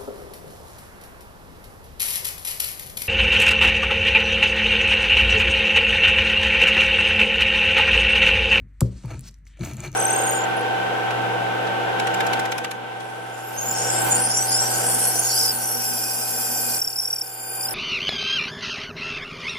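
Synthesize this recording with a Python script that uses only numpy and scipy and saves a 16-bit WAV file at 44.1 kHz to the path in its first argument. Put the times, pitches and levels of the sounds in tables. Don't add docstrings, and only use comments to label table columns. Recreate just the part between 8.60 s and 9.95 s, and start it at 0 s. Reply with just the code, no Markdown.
import sys
import numpy as np
from scipy import signal
from scipy.fft import rfft, irfft, next_fast_len
from scipy.io import wavfile
from scipy.ndimage import uniform_filter1d, map_coordinates

SR = 44100
rng = np.random.default_rng(int(sys.argv[2]) if len(sys.argv) > 2 else 0)


def boost_factor(decibels):
    exponent = np.asarray(decibels, float) / 20
    return 10 ** exponent


def unload_audio(sound):
    columns = np.transpose(np.atleast_2d(sound))
    steps = np.round(np.clip(columns, -1, 1) * 32767)
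    wavfile.write(sys.argv[1], SR, steps.astype(np.int16))


N = 59535
T_S = np.arange(N) / SR
WET_UNTIL_S = 0.94

# [f/Hz, width/Hz, level/dB]
LOADED_TABLE = [(52.2, 33, -5.5), (101.1, 13.4, 1), (127.4, 16.7, 2.5), (198, 64.7, -5.5), (240.6, 80, -10)]


def unit(x):
    return x / np.sqrt(np.mean(x ** 2) + 1e-20)


def along(points, hz):
    f, v = np.transpose(points)
    return np.interp(np.log(hz + 1), np.log(f + 1), v)


def curves(rows):
    s, *cols = np.transpose(rows)
    return [np.interp(T_S, s, c) for c in cols]


def wobble(rate_hz):
    knots = rng.standard_normal(int(N * rate_hz / SR) + 4)
    return map_coordinates(knots, [np.arange(N) * rate_hz / SR])


def filtered(x, response):
    m = next_fast_len(N + SR)
    return irfft(rfft(x, m) * response(np.fft.rfftfreq(m, 1 / SR)), m)[..., :N]


def above(f, corner_hz, order):
    return 1 / (1 + (corner_hz / (f + 1)) ** order)


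def below(f, corner_hz, order):
    return 1 / (1 + (f / corner_hz) ** order)


def grains(per_s, spread_db):
    chance = rng.random(N)
    size = rng.exponential(size=N)
    sign = np.sign(rng.standard_normal(N))
    thin = rng.standard_normal(N)
    hits = (chance < per_s / SR) * boost_factor(spread_db * np.minimum(size, 3.2)) * sign
    return unit(unit(hits) + 0.87 * thin)


def resonances(peaks):
    def response(f):
        total = 0
        for k, (hz, width_hz, db) in enumerate(peaks):
            damping = 1j * f * width_hz
            total = total + (-1) ** k * boost_factor(db) * damping / (hz * hz - f * f + damping)
        return total
    return response


def grinding():
    # [t/s, scraping level/dB, table load level/dB]
    strokes = [(.25, -74, -29), (.432, -64, -45), (.47, -51.5, -32.5), (.512, -41.5, -41.5),
               (.548, -45.5, -37), (.585, -65, -39), (.69, -66.5, -46.5), (.76, -104, -68),
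               (.975, -73, -58), (1.012, -43, -28), (1.12, -43.5, -40), (1.16, -56.5, -35.5),
               (1.195, -39.5, -35), (1.222, -49, -41), (1.24, -33.5, -40), (1.285, -43.5, -34.5),
               (1.31, -61, -37), (1.35, -42.5, -35)]
    # [t/s, extra scraping/dB]
    bites = [(0.437, 15.5), (.45, 14), (0.459, 7.5), (0.495, 5), (.507, 6), (0.519, 7), (0.537, 7.5),
             (0.579, 11), (0.973, 18.5), (1.012, 1.5), (1.036, 6), (1.053, 1), (1.095, -3), (1.237, 3.5),
             (1.248, -1), (1.276, 2.5)]
    # [f/Hz, width/Hz, level/dB]
    scrape_modes = [(303.7, 16, 11), (358, 27, 9.5), (655, 116, -0.5), (927.5, 84, 1.5), (1301, 122, -2),
                    (1660, 230, -2.5), (2330, 170, 1.5), (2844, 155, -4), (4240, 146, -8), (6450, 530, -1),
                    (7000, 200, -14)]
    # [f/Hz, density/dB]
    grit_spectrum = [(150, -33), (300, -5.5), (500, -5), (2000, -13.5), (5000, -19), (8000, -19.5),
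                     (11000, -24), (16000, -30)]

    scrape_db, load_db = curves(strokes)
    bite_s = 0.0039
    scrape_db = scrape_db + sum(db * np.exp(-((T_S - s) / bite_s) ** 2) for s, db in bites)
    scrape_db = scrape_db + 0.65 * wobble(58.7) + 2.68 * wobble(250)
    down = T_S > strokes[0][0]
    grit = grains(per_s=5000, spread_db=3) * boost_factor(scrape_db) * down
    ring = resonances([(hz, width_hz * 0.61, db) for hz, width_hz, db in scrape_modes])
    stone = filtered(grit, lambda f: boost_factor(along(grit_spectrum, f)) + boost_factor(0.36) * ring(f) * below(f, 8000, 4))

    wet = T_S < WET_UNTIL_S
    for corner_hz, order, wet_db in [(2100, 6, -6), (16500, 12, -4.5)]:
        bright = filtered(stone, lambda f: above(f, corner_hz, order))
        stone = stone - bright * (1 - boost_factor(wet_db)) * wet

    loaded_from_s = 0.36
    load = rng.standard_normal(N) * boost_factor(load_db + 3.7 * wobble(29.86)) * (T_S > loaded_from_s)
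    shaking = filtered(load, lambda f: resonances(LOADED_TABLE)(f) * below(f, 600, 4))
    return boost_factor(11) * stone + boost_factor(23) * shaking


def bubbles():
    # [t/s, peak level/dB, f/Hz]
    pops = [(0.4366, -39, 3900), (0.4575, -34, 4600), (0.4582, -30, 10500), (0.5062, -31, 4550),
            (0.5543, -35.5, 4400), (0.5935, -19.5, 7470), (0.6087, -25, 9450), (0.614, -42, 4900),
            (0.6615, -42, 5100), (0.686, -31, 8700), (0.69, -33, 5450), (0.694, -31.5, 4800),
            (0.7111, -37, 7400), (.724, -50.5, 8900), (0.7426, -32.5, 5770), (0.773, -58, 11000),
            (0.7865, -47, 8350), (0.854, -44, 6370), (0.8674, -38, 6450), (0.873, -38.5, 5500),
            (0.8762, -38.5, 4900), (0.8814, -46, 13500), (0.9943, -34, 6900), (1.0095, -23.5, 4100),
            (1.0306, -32, 4100), (1.0372, -28.5, 4120), (1.05, -15.5, 6740), (1.054, -21, 6900),
            (1.0684, -34, 6300), (1.1352, -25, 6460), (1.1348, -30, 14300), (1.1428, -27, 10500),
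            (1.155, -32, 13700), (1.169, -22, 7100), (1.1844, -44, 3640), (1.198, -39, 14000),
            (1.2045, -16, 7000), (1.3179, -28, 6440), (1.317, -35, 14300), (1.3289, -26, 6060),
            (1.3455, -33, 4070), (1.346, -29, 11600)]
    # [t/s, peak level/dB, f/Hz]
    knocks = [
        (.4486, -30, 914),
        (.4492, -45, 560),
        (0.8681, -35.5, 2150),
        (.9905, -33, 603),
        (1.2475, -18, 2330),
        (1.2764, -24, 4070),
    ]
    pop_cycles, pop_db = 3.5, -5
    spit_db, spit_t60_s = 1, 0.0048

    out = np.zeros(N + SR)
    t = np.arange(900) / SR
    for s, db, hz in list(pops) + list(knocks):
        bubble = np.sin(2 * np.pi * hz * t) * np.exp(-t * hz / pop_cycles)
        crack = uniform_filter1d(rng.standard_normal(len(t)), size=5)
        spit = boost_factor(spit_db - 60 * t / spit_t60_s) * crack * np.sin(2.4 * np.pi * hz * t) * (hz > 3000)
        onset = 1 - np.exp(-t * hz / 0.63)
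        out[round(s * SR):][:len(t)] += boost_factor(db + pop_db) * (bubble + spit) * onset
    return out[:N]


def pulp():
    # [t/s, level/dB]
    squeeze = [(0, -76), (.04, -86.5), (.2, -80), (.225, -58.5), (.31, -63.5), (.37, -59), (.62, -63),
               (.655, -53.5), (.688, -50), (.70, -68.5), (.84, -82.5), (.875, -60.5), (.96, -76.5),
               (1.045, -47.5), (1.11, -51), (1.16, -60.5), (1.26, -49.5), (1.31, -102)]
    # [f/Hz, density/dB]
    fizz_spectrum = [(530, -47.5), (900, -9), (3150, -7.5), (4100, -7), (8550, -6.5), (10400, -20),
                     (14700, -45), (16000, -28)]
    # [f/Hz, width/Hz, level/dB]
    pocket_modes = [(4670, 950, -0.47), (5490, 1200, -0.43)]
    fizz_per_s, fizz_spread_db = 11000, 3

    squeeze_db, = curves(squeeze)
    fizz = filtered(grains(fizz_per_s, fizz_spread_db), lambda f: boost_factor(along(fizz_spectrum, f)))
    fizz = unit(fizz) * boost_factor(squeeze_db + 1.73 * wobble(49.4))

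    hardest_db = squeeze_db.max()
    spray_db = hardest_db + 2.5 + 2.86 * (squeeze_db - hardest_db)
    spray = filtered(grains(fizz_per_s, fizz_spread_db), lambda f: above(f, 10500, 8))
    spray = unit(spray) * boost_factor(spray_db + 1.5 * wobble(64))

    pockets_db = -49.5 - 1.5 + 1.8 * (squeeze_db + 52.5) + 4.1 * wobble(92.1)
    pockets = unit(filtered(grains(2500, 4), resonances(pocket_modes)))
    pockets = pockets * (T_S < WET_UNTIL_S) * boost_factor(pockets_db)
    return fizz + spray + pockets + bubbles()


def slap():
    # [f/Hz, density/dB]
    slap_spectrum = [(530, -52), (900, -15.5), (3070, -13), (4200, -3.5), (6890, -7), (8050, 3),
                     (9530, -13.5), (12600, -7.5), (16000, -23)]
    slap_s, hold_s = 0.2073, 0.0008
    crack_db, crack_t60_s = -20.5, 0.0017
    splash_db, splash_t60_s = -28.5, 0.04

    t = T_S - slap_s
    u = np.clip(t - hold_s, 0, None)
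    decay = boost_factor(crack_db - 60 * u / crack_t60_s) + boost_factor(splash_db - 60 * u / splash_t60_s)
    first_touch = (t > -0.0022) * (t < 0) * boost_factor(-44)
    noise = filtered(rng.standard_normal(N), lambda f: boost_factor(along(slap_spectrum, f)))
    return unit(noise) * ((t > 0) * decay + first_touch)


def thumps():
    # [t/s, level/dB, softness corner f/Hz]
    blow_rows = [
        (0.214, -8.5, 1800),
        (0.4381, -26.5, 790),
        (1.0043, -30.5, 440),
        (1.0177, -39.5, 424),
        (1.1871, -29, 374),
        (1.2715, -37, 368),
    ]
    # [f/Hz, level/dB, t60/s]
    table_modes = [(63.9, -8, .25), (118.4, .5, .21), (169.8, 5.5, .042), (189.2, -15, .4), (280, -24, .15),
                   (373.6, -10.5, .049), (403.5, -29, .3), (441, -24, .017), (542, -13, .044),
                   (1340, -13, .028)]

    ring = resonances([(hz, 1.82 / t60_s, db + 20 * np.log10(t60_s)) for hz, db, t60_s in table_modes])

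    def path(f):
        push = boost_factor(-36.2) * 1j * (f / 2000) / (1 + 1j * f / 2000) ** 2
        cushion = (1 + 1j * f / 4000) / (1 + 1j * f / 666)
        hollow = 1 - 0.5 * np.exp(-((f - 286) / 40) ** 2)
        bend_s = 0.0065
        bend = np.exp(-4j * np.pi * bend_s * np.sqrt(100 * f))
        blows = sum(boost_factor(db) * np.exp(-2j * np.pi * f * s) * below(f, hz, 4) for s, db, hz in blow_rows)
        return (ring(f) + push) * cushion * hollow * below(f, 1420, 16) * bend * blows

    return 3000 * filtered(np.arange(N) == 0, path)


def judders():
    # [start t/s, length/s, peak level/dB, f/Hz]
    judder_rows = [(.0, 0.057, -36.5, 58.3), (0.332, 0.049, -31.5, 56.6), (.445, 0.047, -34, 116),
                   (0.501, 0.079, -29, 98), (1.0, 0.059, -22.5, 121.5), (0.997, .035, -33.5, 332.4),
                   (1.029, 0.026, -37, 355), (1.05, 0.073, -34.5, 115), (1.055, 0.075, -38, 300.6),
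                   (1.08, 0.062, -33, 62.2), (1.18, 0.043, -31, 121.5), (1.257, 0.046, -32.5, 126.3),
                   (1.258, 0.044, -39.5, 298.7), (1.284, 0.087, -35, 53.3)]
    wander_rad = 0.97 * wobble(40.03)
    out = np.zeros(N)
    for s, long_s, db, hz in judder_rows:
        swell = np.sin(np.pi * np.clip((T_S - s) / long_s, 0, 1))
        out += boost_factor(db) * swell * np.sin(2 * np.pi * hz * (T_S - s) + wander_rad)
    return out


def rattle():
    # [f/Hz, width/Hz, level/dB]
    rattle_modes = [(247, 57, -0.2), (396, 160, -8), (537, 89, -8)]
    t = T_S - 0.2235
    dull = lambda f: resonances(rattle_modes)(f) * below(f, 750, 6) * above(f, 190, 6)
    decay = boost_factor(-29.5 - 60 * abs(t) / 0.28)
    return unit(filtered(rng.standard_normal(N), dull)) * decay * np.clip(t / 0.0025, 0, 1)


def return_slide():
    # [f/Hz, width/Hz, level/dB]
    slide_modes = [(1770, 320, 4), (3220, 1200, -1.5)]
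    centre_s, long_s = 0.963, 0.077
    thin = lambda f: resonances(slide_modes)(f) * above(f, 1300, 6) * below(f, 4500, 6)
    swell = np.exp(-((T_S - centre_s) / long_s) ** 4)
    return unit(filtered(grains(3700, 2.6), thin)) * boost_factor(-63.5) * swell


def kitchen():
    # [f/Hz, rms level/dB]
    hum_lines = [(49.6, -45.5), (99.2, -70), (148.5, -74.5), (246, -77.5), (296, -80.5)]
    # [f/Hz, density/dB]
    air_spectrum = [(30, -27), (55, -6), (140, -20), (400, -47), (800, -52.5), (2000, -36), (3600, -62.5),
                    (8500, -67.5), (16000, -62)]
    air_db = -57

    hum = np.zeros(N)
    for hz, db in hum_lines:
        level = np.sqrt(2) * boost_factor(db + 0.74 * wobble(24))
        hum += level * np.sin(2 * np.pi * (hz * T_S + rng.random()))

    ringing = lambda f: resonances(LOADED_TABLE)(f) * below(f, 500, 4)
    fading = unit(filtered(rng.standard_normal(N), ringing)) * boost_factor(-39.5 - 60 * T_S / 0.4)

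    air = filtered(rng.standard_normal((2, N)), lambda f: boost_factor(along(air_spectrum, f)))
    apart = filtered(air[1], lambda f: above(f, 250, 4) * below(f, 1100, 4) + 0.36 * (f > 3500))
    common = hum + fading + boost_factor(air_db) * unit(air[0])
    return common, boost_factor(air_db + 6.5) * apart / np.std(air[1])


def walls(x):
    # [f/Hz, t60/s]
    room_t60 = [(200, 0.43), (2000, 0.34), (10000, 0.2)]
    hz, t, z = signal.stft(rng.standard_normal((2, SR // 3)), SR, nperseg=256)
    decay = boost_factor(-60 * t / along(room_t60, hz)[:, None])
    tail = signal.istft(z * decay, SR, nperseg=256)[1]
    tail = tail / np.linalg.norm(tail[0])
    delayed = np.pad(x, (200, 0))[None]
    return signal.fftconvolve(delayed, tail, axes=1)[:, :N]


def scene():
    # [f/Hz, left-right/dB]
    lean = [(60, 1.1), (110, 1.1), (200, 3.5), (320, 4), (500, 7.5), (850, -7), (1500, 2), (15000, 0.5)]
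    # [f/Hz, left-right/rad]
    lead = [(200, .03), (350, -.2), (650, -.85), (900, -.5), (1100, .02), (4300, .1), (4900, -1.15),
            (15000, -1.55)]
    near = grinding() + pulp() + slap() + thumps() + judders() + rattle() + return_slide()
    still, apart = kitchen()
    half = lambda f: boost_factor(along(lean, f) / 2) * np.exp(0.5j * along(lead, f))
    ports = filtered(near + still, lambda f: np.array([half(f), 1 / half(f)]))
    wet = filtered(walls(near), lambda f: f / (f + 600))
    return ports + boost_factor(-15) * wet + apart * [[1], [-1]]


def low_pass(x):
    return signal.sosfilt(signal.butter(12, 16680, fs=SR, output="sos"), x)


def record(dry):
    def case(f):
        notch = 1 - 0.6 * np.exp(-((f - 5050) / 330) ** 2)
        return notch * below(f, 15750, 80) * above(f, 28, 4)
    return low_pass(filtered(dry, case))


dry = scene()
out = record(dry)
unload_audio(out)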